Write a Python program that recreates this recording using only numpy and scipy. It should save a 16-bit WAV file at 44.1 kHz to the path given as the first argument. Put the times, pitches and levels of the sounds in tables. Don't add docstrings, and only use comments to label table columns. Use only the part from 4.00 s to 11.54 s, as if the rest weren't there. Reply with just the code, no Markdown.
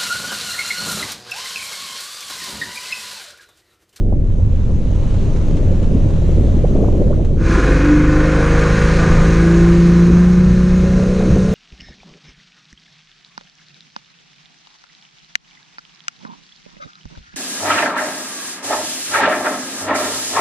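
import sys
import numpy as np
from scipy import signal
from scipy.fft import rfft, irfft, next_fast_len
from scipy.io import wavfile
from scipy.ndimage import uniform_filter1d, minimum_filter1d, map_coordinates

SR = 44100
rng = np.random.default_rng(int(sys.argv[2]) if len(sys.argv) > 2 else 0)


def dump_mix(stems):
    frames = np.atleast_2d(stems).T
    limited = np.clip(frames, -1, 1)
    pcm = np.round(limited * 32767).astype(np.int16)
    wavfile.write(sys.argv[1], SR, pcm)


N = 332514
TIME = np.arange(N) / SR
FADE_START, FADE_END = 3.35, 3.5
CYLINDERS = 3

# time in seconds, churning and wash hiss in dB, both before a fixed trim.
STIRRING = [(0.17, -28.5, -60.5), (0.3, -31, -54.5), (0.5, -31.5, -52.5), (1.2, -26, -45.5),
            (1.85, -25, -47.5), (2.4, -25, -46), (3.0, -20, -49), (3.35, -25, -53.5)]
# time in seconds, motor rasp and spray in dB, both before fixed trims.
WORK = [(3.5, -25.5, -37), (3.54, -23.5, -36), (4.03, -25.5, -41.5), (4.79, -22.5, -34.5),
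        (5.17, -24.5, -36), (6.44, -34, -42.5), (7.32, -34.5, -41), (7.5, -36, -40.5)]


def amp(db):
    return 10 ** (np.asarray(db) / 20)


def unit(x):
    return x / np.sqrt(np.mean(x ** 2) + 1e-20)


def along(points, hz):
    f, v = np.transpose(points)
    return np.interp(np.log(hz + 1), np.log(f + 1), v)


def curves(rows):
    s, *cols = np.transpose(rows)
    return [np.interp(TIME, s, c) for c in cols]


def rise(start, end):
    return np.clip((TIME - start) / max(end - start, 1e-3), 0, 1)


def swells(rows):
    return sum(db * np.exp(-((TIME - s) / length) ** 2) for s, length, db in rows)


def wobble(rate):
    knots = rng.standard_normal(2048)
    coarse = TIME[::32]
    smooth = map_coordinates(knots, [coarse * rate], mode="wrap")
    return np.interp(TIME, coarse, smooth)


def filtered(x, response):
    m = next_fast_len(N + SR // 2)
    return irfft(rfft(x, m) * response(np.fft.rfftfreq(m, 1 / SR)), m)[..., :N]


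def coloured(x, spectrum):
    return unit(filtered(x, lambda hz: amp(along(spectrum, hz))))


def resonance(f, hz, width):
    return 1j * f * width / (hz * hz - f * f + 1j * f * width)


def rush(patchy_db):
    z = signal.stft(rng.standard_normal(N), nperseg=512)[2]
    field = uniform_filter1d(rng.standard_normal(z.shape), size=6, axis=0)
    field = uniform_filter1d(field, size=12, axis=1)
    return unit(signal.istft(z * amp(patchy_db * unit(field)))[1][:N])


def droplets(rate, spread_db):
    hits = rng.random(N) < rate / SR
    size = rng.standard_normal(N) * amp(spread_db * rng.uniform(-2.4, 1, N))
    return unit(hits * size)


def bubbles(rate, cycles):
    out, t = np.zeros(N), np.arange(SR // 10) / SR
    for hz in np.geomspace(140, 800, num=9):
        age = t * hz / cycles
        ring = age * np.exp(-age) * np.sin(2 * np.pi * hz * t)
        crowd = signal.oaconvolve(droplets(rate, spread_db=-1.0), ring)[:N]
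        out += np.sqrt(hz) * unit(crowd)
    return unit(out)


def firing(shaft, shaft_hz):
    # pitch in Hz, width in Hz, level in dB.
    hull_modes = [(152.7, 24, -30), (169.1, 1.4, -23), (174.8, 10.8, -9), (298.6, 4.7, -9),
                  (305.2, 4.5, -19.5), (339.7, 10.4, -16), (430, 11, -20), (474.9, 12.7, -11),
                  (486, 8.5, -19), (546.2, 18, -22)]
    # level of each in dB, before the hull boom.
    multiple_db = [0, -1, -12]
    start_db, full_s = -5, 3.85
    even_db, end_db, rough_from_s = 0.9, 2.0, 6.3
    rough_db = even_db + (end_db - even_db) * rise(rough_from_s, TIME[-1])
    out = np.zeros(N)
    for k, db in enumerate(multiple_db, start=1):
        order = k * CYLINDERS
        boom = np.abs(sum(amp(level) * resonance(order * shaft_hz, hz, width)
                          for hz, width, level in hull_modes))
        flutter = rough_db * unit(k * wobble(60 * k) + wobble(14))
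        jitter = .06 * k * wobble(60 * k)
        out += boom * amp(db + flutter) * np.sin(order * shaft + jitter + rng.uniform(0, 2 * np.pi))
    return np.sqrt(2) * amp(start_db * (1 - rise(FADE_END, full_s))) * out


def drone(shaft, shaft_hz):
    orders = [.5, 1.5, 2, 2.5, 3.5, 4, 4.5, 5, 5.5, 6.5, 7, 7.5, 8, 9.5, 10, 10.5, 11, 12, 14, 14.5]
    # dB pulling away, dB labouring, dB running freely, before the transom gain.
    order_levels = [(-31, -21, -32.5), (-26, -24, -36), (-33, -26.5, -30), (-34.5, -31.5, -29),
                    (-27.5, -29.5, -28.5), (-30.5, -29.5, -36.5), (-33, -36.5, -51.5), (-36, -37.5, -40.5),
                    (-30.5, -25, -44), (-43.5, -41.5, -47), (-30.5, -31.5, -32), (-32.5, -41.5, -44),
                    (-40.5, -33, -35), (-38.5, -44.5, -47.5), (-38.5, -31.5, -40), (-38.5, -34.5, -54),
                    (-32, -37.5, -36), (-41, -29, -47), (-32, -30, -41), (-41.5, -38.5, -50)]
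    # frequency in Hz, gain in dB.
    transom = [(215, 0.5), (250, 3), (272, 1.5), (295, -7.5), (320, 9.5), (334, 3), (350, 4), (375, -3.5),
               (398, 2.5), (417, -9.5), (437, 3), (470, -5.5), (495, 4.5), (522, 5), (548, 0), (580, -9.5),
               (700, -13.5)]
    climb_s = [3.65, 4.2, 5.0, 6.1]
    pull = (3.63, 0.15, 3.5)
    shake_db = -16 - 1.0 * (TIME - FADE_END)
    shake_db = shake_db - 10 * rise(6.98, 6.981)
    shake_db = shake_db + swells([pull])
    out = amp(shake_db + 0.25 * wobble(15)) * np.sin(shaft + rng.uniform(0, 2 * np.pi))
    free = rise(*climb_s[2:])
    labour = rise(*climb_s[:2]) - free
    for order, (pull_db, labour_db, free_db) in zip(orders, order_levels):
        db = pull_db * (1 - labour - free) + labour_db * labour + free_db * free
        db = db + along(transom, order * shaft_hz) + 2.2 * wobble(8)
        stray = .28 * wobble(10) + .15 * wobble(45)
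        out += amp(db) * np.sin(order * shaft + stray + rng.uniform(0, 2 * np.pi))
    return np.sqrt(2) * out


def clatter(shaft):
    play = .04 * wobble(40)
    cycle = (shaft + play) / (4 * np.pi) % 1
    patterns = rng.standard_normal((3, 1024))
    valves = sum(wobble(9) * np.interp(cycle, np.linspace(0, 1, len(p)), p) for p in patterns)
    strength = np.sqrt(np.abs(uniform_filter1d(valves ** 2, size=1024)) + 1e-6)
    return valves / strength


def rasp(shaft):
    # frequency in Hz, relative level in dB.
    roar_colour = [(600, -33), (860, -9), (1030, -2), (1350, -3), (1650, -2.5), (1930, -8), (2150, -3.5),
                   (2500, -9.5), (2800, -20.5), (3300, -16), (4500, -51)]
    # pitch in Hz, width in Hz, relative level in dB.
    cowling = [(1045, 44, -5.5), (1224, 29, -6.5), (1404, 21, -10), (1474, 70, -1.5), (1633, 180, -9.5),
               (1823, 60, -6.5), (2507, 100, -5.5)]
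    # begins to ease, has eased, in seconds.
    lope_s = [3.9, 4.8]
    clatter_share = .42
    rasp_db, _ = curves(WORK)
    lope = .17 + (.04 - .17) * rise(*lope_s)
    pulsing = 1 + lope * np.cos(shaft / 2 + .5 * wobble(14))
    pulsing = pulsing + 0.1 * np.cos(shaft) + .06 * np.cos(CYLINDERS * shaft)
    pulsing = pulsing * amp(0.7 * wobble(260))
    valves = clatter(shaft)

    def source():
        intake = rush(patchy_db=0.5)
        return pulsing * (np.sqrt(clatter_share) * valves + np.sqrt(1 - clatter_share) * intake)

    roar, drive = coloured(source(), roar_colour), coloured(source(), roar_colour)
    ring = np.zeros(N)
    for hz, width, db in cowling:
        panel = filtered(drive, lambda f: resonance(f, hz, width))
        ring += amp(db + 1.6 * wobble(14)) * panel
    return amp(rasp_db - 4.0) * roar + amp(rasp_db - 6.5) * unit(ring)


def chuff(shaft):
    # frequency in Hz, relative level in dB.
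    puff_colour = [(260, -23.5), (380, 7.5), (570, 3.5), (720, -3), (1100, -41.5), (3000, -120)]
    puff_s = [6.63, 6.9]
    puffs = (1 + np.cos(shaft)) ** 4 * rng.standard_normal(N)
    return amp(-33) * rise(*puff_s) * coloured(puffs, puff_colour)


def idling():
    # time in seconds, exhaust note in Hz before its random wander.
    idle_note = [(0, 92.3), (0.5, 88.1), (1.0, 86.3), (1.5, 83.5), (2.1, 89.9), (2.4, 80.03), (2.8, 74.14),
                 (3.4, 81.4)]
    # time in seconds, length in seconds, churning gain in dB.
    surges = [(0.09, 0.1, 3), (1.62, 0.12, 3), (1.97, 0.12, 2.5), (2.4, 0.16, 4.5), (2.82, 0.062, 3.5),
              (2.93, 0.037, 0), (3.1, 0.14, 1.5)]
    # frequency in Hz, relative level in dB.
    rumble_colour, churn_colour = [(7.1, -39.5), (12, 8.5), (32, 8.5), (59, 0.5), (92, 0.5), (140, -7),
                                   (168, -16.5), (201, -10), (260, -20), (340, -40), (570, -120)], [(90, -16.5), (135, 0), (175, -1.5), (215, -6.5),
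                                                   (330, -8.5), (440, -13), (555, -13.5), (680, -23.5),
                                                   (850, -35.5), (1300, -61)]
    churn_db, _ = curves(STIRRING)
    surge_db = swells(surges)
    note_hz, = curves(idle_note)
    rumble = coloured(rng.standard_normal(N), rumble_colour)
    strength = np.sqrt(np.abs(uniform_filter1d(rumble ** 2, size=1300))) + 0.03
    rumble = unit(rumble / strength ** .8)
    phase = 2 * np.pi * np.cumsum(note_hz) / SR + 1.4 * wobble(16)
    note = amp(-9.5 + 4.0 * wobble(22.85)) * np.sin(phase)
    churn = coloured(bubbles(rate=240, cycles=0.57) + 3 * rng.standard_normal(N), churn_colour)
    exhaust = amp(-13 + .3 * surge_db) * (rumble + note)
    return exhaust + amp(churn_db + surge_db + 2.0) * churn


def gulps():
    # time of the peak in seconds, level in dB, pitch at the peak in Hz,
    # life in seconds, gurgle level in dB.
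    big_bubbles = [(0.124, -25, 603, 0.004, -26.5), (0.387, -26.5, 321, 0.0047, -32),
                   (0.689, -35, 513, 0.0037, -29), (1.513, -22, 318, 0.003, -27),
                   (1.598, -26, 250, 0.0041, -28), (1.71, -20.5, 259, 0.0051, -28),
                   (1.829, -36, 435, 0.0041, -34), (1.954, -12, 251, 0.0058, -28.5),
                   (2.573, -16, 277, 0.0034, -30), (2.644, -17.5, 474, 0.0047, -20),
                   (2.731, -23, 380, .003, -28), (2.754, -15, 285, 0.0037, -25),
                   (2.76, -25, 680, 0.0042, -25.5), (2.787, -21, 508, 0.0036, -24),
                   (2.808, -34, 810, 0.0037, -21), (2.829, -10, 417, 0.0031, -19),
                   (2.84, -22.5, 693, 0.0044, -27), (2.882, -24, 713, 0.0033, -26),
                   (2.945, -21, 481, 0.004, -20.5), (3.003, -18, 315, 0.0063, -19),
                   (3.015, -19, 450, 0.0044, -24), (3.07, -17, 257, 0.0029, -25),
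                   (3.11, -25, 400, .005, -20), (3.13, -30, 1155, 0.0022, -29),
                   (3.193, -28, 513, 0.0047, -27), (6.84, -17.5, 472, 0.0032, -35),
                   (6.989, -23.5, 420, 0.0063, -27), (7.202, -18, 496, .004, -24.5),
                   (7.238, -21, 556, 0.0021, -33), (7.365, -22, 415, .004, -15.5)]
    # frequency in Hz, relative level in dB.
    gurgle_colour = [(90, -43), (220, 4.5), (600, 1.5), (800, -18), (1100, -26), (2500, -71), (5000, -120)]
    glide_s = 0.0127
    out, gurgle = np.zeros(N), np.zeros(N)
    for s, db, hz, life, gurgle_db in big_bubbles:
        near = np.abs(TIME - s) < 6 * life
        age = (TIME[near] - s) / life
        pitch = hz * np.exp(age * life / glide_s)
        out[near] += amp(db) * np.exp(-age ** 2 / 2) * np.sin(2 * np.pi * np.cumsum(pitch) / SR)
        spread = np.where(age < 0, 1, 2)
        gurgle[near] += amp(gurgle_db) * np.exp(-(age / spread) ** 2 / 2)
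    out = out * (1 + .3 * wobble(350))
    t = np.arange(SR // 20) / SR
    echoes = rng.standard_normal(len(t)) * amp(-60 * t / 0.13)
    blur = amp(-10.5) * signal.oaconvolve(out, echoes / np.linalg.norm(echoes))[:N]
    return out + blur + gurgle * coloured(rng.standard_normal(N), gurgle_colour)


def wash():
    # frequency in Hz, relative level in dB.
    hiss_colour = [(470, -32), (800, -0.5), (912, -3), (984, -3.5), (1470, -9.5), (2180, -12.5),
                   (2430, -11.5), (3400, -14.5), (4000, -15), (4970, -22), (6320, -16.5), (7200, -21),
                   (8290, -26.5), (10800, -36.5), (14000, -63.5), (22000, -120)]
    # time in seconds, peak in dB before a fixed trim.
    small_splashes = [(0.6055, -36.5), (1.14, -24.5), (1.3614, -25.5), (1.5676, -22), (1.827, -22.5),
                      (3.2471, -24.5)]
    _, hiss_db = curves(STIRRING)
    fizz = coloured(rush(patchy_db=1.5) + 0.49 * droplets(rate=2500, spread_db=11.0), hiss_colour)
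    splashes = sum(amp(db - 60 * np.abs(TIME - s) / 0.12) * (TIME > s) for s, db in small_splashes)
    splash_noise = coloured(rng.standard_normal(N), hiss_colour)
    return amp(hiss_db + 3.5) * fizz + amp(-16.0) * splashes * splash_noise


def stern():
    # frequency in Hz, gain of the left-right difference in dB.
    side_gain = [(60, -16), (200, -11.5), (600, -8), (1100, -1.5), (3300, -10), (6000, -4), (10000, 2.5),
                 (13000, -4)]
    mid = idling() + wash()
    side = filtered(idling() + wash(), lambda hz: amp(along(side_gain, hz)))
    return np.array([mid + side, mid - side])


def water():
    # time in seconds, length in seconds, gain in dB.
    waves = [(3.55, 0.22, 14), (3.95, 0.18, 0), (4.7, 0.17, -7), (5.7, 0.55, 1), (6.12, 0.081, 10),
             (6.85, 0.12, -11), (7.28, 0.13, 8)]
    # frequency in Hz, relative level in dB.
    slap_colour, flow_colour, spray_colour = [(120, -32), (220, -4), (320, 2.5), (400, -4), (520, -10),
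                                              (620, -29.5), (900, -72.5)], [(200, -9.5), (450, -0.5), (560, -6), (640, -10),
                                                            (780, -7), (860, -14.5), (1200, -7),
                                                            (2500, -68.5)], [(1590, -25), (2700, -1),
                                                                          (3270, -8.5), (3980, -1.5),
                                                                          (4820, -7.5), (6540, -3.5),
                                                                          (7560, -14), (9370, -17),
                                                                          (10000, -22), (10800, -33.5),
                                                                          (14000, -74), (22000, -120)]
    rasp_db, spray_db = curves(WORK)
    wave_db = swells(waves)
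    slap_db = -33.5 + wave_db + 0.91 * wobble(21)
    slap = amp(slap_db) * coloured(rush(patchy_db=4.5), slap_colour)
    way_db = -3.5 * (1 - rise(FADE_END, 4.5))
    flow_db = -6.5 + way_db + 0.85 * rasp_db + 0.11 * wave_db + wobble(9.7)
    flow = amp(flow_db) * coloured(rush(patchy_db=2.0), flow_colour)
    drops = .4 * droplets(rate=3000, spread_db=6)
    spray = amp(spray_db + 0.74) * coloured(rush(patchy_db=1.16) + drops, spray_colour)
    return slap + flow + spray


def wind():
    # time in seconds, length in seconds, gain in dB.
    gusts = [(3.58, 0.25, 5), (5.2, 0.12, 8.5), (6.13, 0.06, 8), (6.6, 0.28, 6.5), (6.98, .045, 7),
             (7.12, .03, 5), (7.31, 0.08, 9.5)]
    # frequency in Hz, relative level in dB.
    wind_colour = [(10, -6), (25, 7), (55, 3.5), (100, -1), (150, -2.5), (220, -8), (300, -32.5),
                   (600, -79.5)]
    flutter_db = 1.8 * wobble(8)
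    return amp(-22 + swells(gusts) + flutter_db) * coloured(rng.standard_normal(N), wind_colour)


def scene():
    # time in seconds, crankshaft turns a second.
    speed = [(3.45, 46.1), (3.62, 47.48), (3.8, 48.15), (3.92, 49.73), (4.3, 51.73), (4.64, 52.95),
             (4.95, 54.67), (5.25, 54.86), (5.62, 56.94), (6.06, 57.75), (6.27, 59.22), (6.44, 59.92),
             (6.7, 60.2), (7.07, 61.97), (7.5, 62.78)]
    shaft_hz, = curves(speed)
    shaft = 2 * np.pi * np.cumsum(shaft_hz) / SR
    fade = rise(FADE_START, FADE_END)
    motor = firing(shaft, shaft_hz) + drone(shaft, shaft_hz) + rasp(shaft) + chuff(shaft)
    under_way = motor + water() + wind()
    return np.sqrt(1 - fade ** 2) * stern() + fade ** 1.5 * under_way + gulps()


def record(dry):
    needed = np.minimum(1, .9 / (np.abs(dry).max(axis=0) + 1e-9))
    gain = uniform_filter1d(minimum_filter1d(needed, size=500), size=500)
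    return filtered(dry * gain, lambda hz: (hz < 13000) * hz / np.hypot(hz, 6))


dry = scene()
out = record(dry)
dump_mix(out)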